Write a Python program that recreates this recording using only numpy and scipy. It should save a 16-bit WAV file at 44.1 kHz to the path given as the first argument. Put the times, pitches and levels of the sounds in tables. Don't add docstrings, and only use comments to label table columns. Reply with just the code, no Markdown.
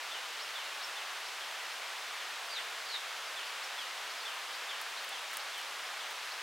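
import sys
import numpy as np
from scipy import signal
from scipy.fft import rfft, irfft
from scipy.io import wavfile

SR = 44100
rng = np.random.default_rng(int(sys.argv[2]) if len(sys.argv) > 2 else 0)


def wav_record(signal):
    frames = np.transpose(np.atleast_2d(signal))
    bounded = np.clip(frames, -1, 1)
    quanta = np.round(bounded * 32767).astype(np.int16)
    wavfile.write(sys.argv[1], SR, quanta)


N = 283122
TIME = np.arange(N) / SR
BIN_HZ = np.maximum(np.fft.rfftfreq(N, 1 / SR), 1)


def nibbling(crumble_db=1.5, second_crack_s=0.0012, cells_per_s=18000, pivot_hz=9000):
    # start in seconds, relative level in dB, crumbling time in seconds, tilt in dB per octave.
    bites = [(3.6385, -41, .003, 4), (4.8138, -33.5, 0.004, -1), (5.0438, -41, .005, 3),
             (5.0902, -32.5, .003, -1), (5.3122, -36, .001, 0), (5.331, -38.5, .006, -1),
             (5.3385, -37, 0.006, -1.5), (5.3697, -25, 0.0024, .5), (5.578, -45, 0.018, 1),
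             (5.613, -39, .003, -1), (6.105, -48, .025, 2)]
    # resonant frequency in Hz, bandwidth in Hz, relative gain in dB.
    carrot_modes = [(1270, 310, 10), (2700, 1200, -4), (6000, 2000, -4), (9400, 2000, 2),
                    (14800, 2500, -1.5)]
    out = np.zeros(N)
    t = TIME[:SR // 10]
    for start, level_db, crumble_s, tilt_db in bites:
        force = (rng.random(len(t)) < cells_per_s / SR) * rng.standard_normal(len(t))
        force *= from_db(crumble_db) * np.exp(-t / crumble_s)
        force[[0, int(second_crack_s * SR)]] += [.8, -1]
        at = int(start * SR)
        for k, (hz, width_hz, mode_db) in enumerate(carrot_modes):
            gain = from_db(level_db + mode_db + tilt_db * np.log2(hz / pivot_hz))
            out[at:at + len(t)] += (-1) ** k * gain * resonance(force, hz, width_hz)
    return out


def near_calls():
    # time in seconds, pitch in Hz, relative level in dB.
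    calls = [
        [(2.495, 4900, -46), (2.512, 4710, -51), (2.533, 4530, -47), (2.545, 4300, -50), (2.556, 4000, -44),
         (2.572, 3660, -41), (2.594, 3450, -46)],
        [(2.856, 4790, -51), (2.892, 4500, -53), (2.91, 4370, -47), (2.93, 4090, -44), (2.949, 3740, -38.5),
         (2.968, 3570, -41)],
    ]
    notes = []
    for rows in calls:
        times, hz, db = np.transpose(rows)
        at = np.flatnonzero((TIME >= times[0]) & (TIME < times[-1]))
        notes.append((at, np.interp(TIME[at], times, hz), np.interp(TIME[at], times, db)))
    return whistle(notes, waver=0.012, tremble_db=2.0, rasp_rad=0.55)


def far_birds():
    # start in seconds, length in seconds, relative level in dB, end pitch in Hz.
    peep_rows = [(0.108, 0.072, -43, 2780), (0.542, 0.097, -45.5, 2680), (.955, 0.085, -48, 2560),
                 (1.399, 0.061, -49, 2860), (2.195, 0.043, -50, 2800), (2.558, 0.07, -49, 2550),
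                 (3.361, 0.059, -44, 2770), (3.769, 0.075, -44.5, 2820), (4.25, 0.078, -43, 2635),
                 (4.682, 0.078, -44.5, 2630), (5.117, 0.08, -46, 2770), (5.52, 0.1, -45.5, 2770),
                 (5.993, 0.062, -50, 2890)]
    chip_rows = [(0.387, .05, -48, 5400), (0.805, 0.047, -46, 5380), (1.245, 0.044, -49, 5470),
                 (1.686, 0.05, -52, 5470), (3.613, 0.039, -46.5, 5450), (4.092, 0.048, -49, 5780),
                 (4.525, 0.04, -47, 4850), (4.961, 0.035, -49, 4280), (5.39, .04, -49, 5330),
                 (5.85, 0.031, -50, 5550), (6.298, 0.062, -50, 5420)]
    slur_rows = [(3.225, .065, -56, 4900), (3.44, 0.06, -58, 4330), (3.785, 0.053, -53, 4400),
                 (4.16, 0.077, -54, 4400)]
    peeps = glides(peep_rows, from_hz=3520, span=(.26, .94), bend=.72, crest=.16, rise_db=10, fall_db=6.2)
    chips = glides(chip_rows, from_hz=3450, span=(0, .62), bend=1.15, crest=.3, rise_db=3, fall_db=3.5)
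    slurs = glides(slur_rows, from_hz=5450, span=(0, .86), bend=1.3, crest=.5, rise_db=8, fall_db=-1)
    return (whistle(peeps, waver=0.0099, tremble_db=1.7, rasp_rad=0.33)
            + whistle(chips, waver=0.006, tremble_db=2.0, rasp_rad=0.5)
            + whistle(slurs, waver=0.008, tremble_db=4.5, rasp_rad=0.43))


def glides(rows, from_hz, span, bend, crest, rise_db, fall_db):
    notes = []
    for start, length, level_db, to_hz in rows:
        at = np.flatnonzero((TIME >= start) & (TIME < start + length))
        along = (TIME[at] - start) / length
        hz = from_hz + (to_hz - from_hz) * np.interp(along, span, [0, 1]) ** bend
        db = level_db + np.interp(along, [0, crest, 1], [-rise_db, 0, -fall_db])
        notes.append((at, hz, db))
    return notes


def whistle(notes, waver, tremble_db, rasp_rad):
    pitch_drift = 1 + waver * drift(145)
    level_drift = tremble_db * drift(57)
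    jitter = rasp_rad * drift(500)
    out = np.zeros(N)
    for at, hz, db in notes:
        phase = 2 * np.pi * np.cumsum(hz * pitch_drift[at]) / SR
        envelope = from_db(db + level_drift[at]) * signal.windows.tukey(len(at), .12)
        out[at] += np.sqrt(2) * envelope * np.sin(phase + jitter[at])
    return signal.sosfilt(signal.butter(4, 1800, "high", fs=SR, output="sos"), out)


def among_trees(x, early_db, tail_db, tail_t60_s, spread, tail_cut_hz):
    first_echo_s, trunks_t60_s = 0.008, 0.055
    t = TIME[:SR // 2]
    early = from_db(early_db) * rms_one(from_db(-60 * t / trunks_t60_s) * (t > first_echo_s))
    tail = from_db(tail_db) * rms_one(from_db(-60 * t / tail_t60_s) * (t > first_echo_s))
    scatter = rng.standard_normal((2, 2, len(t)))
    leaves = signal.butter(4, tail_cut_hz, fs=SR, output="sos")
    shared, apart = early * scatter[0] + tail * signal.sosfilt(leaves, scatter[1])
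    echoes = np.array([shared + spread * apart, shared - spread * apart])
    echoes /= np.sqrt(len(t) * (1 + spread ** 2))
    return x + signal.fftconvolve(x[None], echoes, axes=1)[:, :N]


def woodland(level_db=-41.5, side_db=-16.8, waver=0.066):
    # frequency in Hz, relative density in dB.
    mid_spectrum = [(30, -54), (95, -41), (190, -29.5), (300, -19), (430, -9.5), (750, -1.5), (1250, 1),
                    (1800, 0.3), (2500, -0.86), (3300, -2), (4400, -5.5), (6500, -11), (10000, -17.5),
                    (15300, -25)]
    side_spectrum = [(30, -52), (100, -45), (200, -34), (400, -13.5), (700, -5.5), (1100, -5), (1400, -6),
                     (2300, -2.5), (3300, 2), (5000, 0), (8000, -10), (11000, -12.5), (15500, -15)]
    mid = coloured_noise(mid_spectrum)
    mid += waver * drift(9.3) * resonance(mid, hz=1400, width_hz=970)
    side = from_db(side_db) * coloured_noise(side_spectrum)
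    return from_db(level_db) * np.array([mid + side, mid - side])


def hiss_swells(centre_hz=1590, width_hz=1750):
    # time of the peak in seconds, half length in seconds, level in dB.
    swells = [(2.22, .018, -48), (2.304, .04, -50), (2.607, 0.036, -45.5), (5.332, 0.03, -47)]
    envelope = sum(from_db(db) * np.exp(-((TIME - peak_s) / half_s) ** 2) for peak_s, half_s, db in swells)
    band = resonance(rng.standard_normal(N), centre_hz, width_hz)
    return envelope * rms_one(resonance(band, centre_hz, width_hz))


def resonance(x, hz, width_hz):
    r = np.exp(-np.pi * width_hz / SR)
    feedback = [1, -2 * r * np.cos(2 * np.pi * hz / SR), r * r]
    return signal.lfilter(np.array([1, 0, -1]) * (1 - r * r) / 2, feedback, x)


def coloured_noise(spectrum):
    hz, db = np.transpose(spectrum)
    gain = from_db(np.interp(np.log(BIN_HZ), np.log(hz), db))
    return rms_one(irfft(rfft(rng.standard_normal(N)) * gain, N))


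def drift(corner_hz):
    return rms_one(irfft(rfft(rng.standard_normal(N)) / (1 + (BIN_HZ / corner_hz) ** 2), N))


def from_db(db):
    return 10 ** (np.asarray(db) / 20)


def rms_one(x):
    return x / np.sqrt(np.mean(x ** 2) + 1e-20)


def scene():
    hiss = woodland() + hiss_swells()
    birds = from_db(-1) * far_birds()
    calls = near_calls()
    far = among_trees(birds, early_db=-3.5, tail_db=-1, tail_t60_s=0.89, spread=0.41, tail_cut_hz=3500)
    near = among_trees(calls, early_db=-3.0, tail_db=-10, tail_t60_s=0.3, spread=1.0, tail_cut_hz=5500)
    balance = from_db([[0.04], [-0.04]])
    return (nibbling() + near + far + hiss) * balance


def record(dry):
    cutoff_hz = 15900
    return signal.sosfilt(signal.ellip(12, .1, 70, cutoff_hz, fs=SR, output="sos"), dry)


dry = scene()
out = record(dry)
wav_record(out)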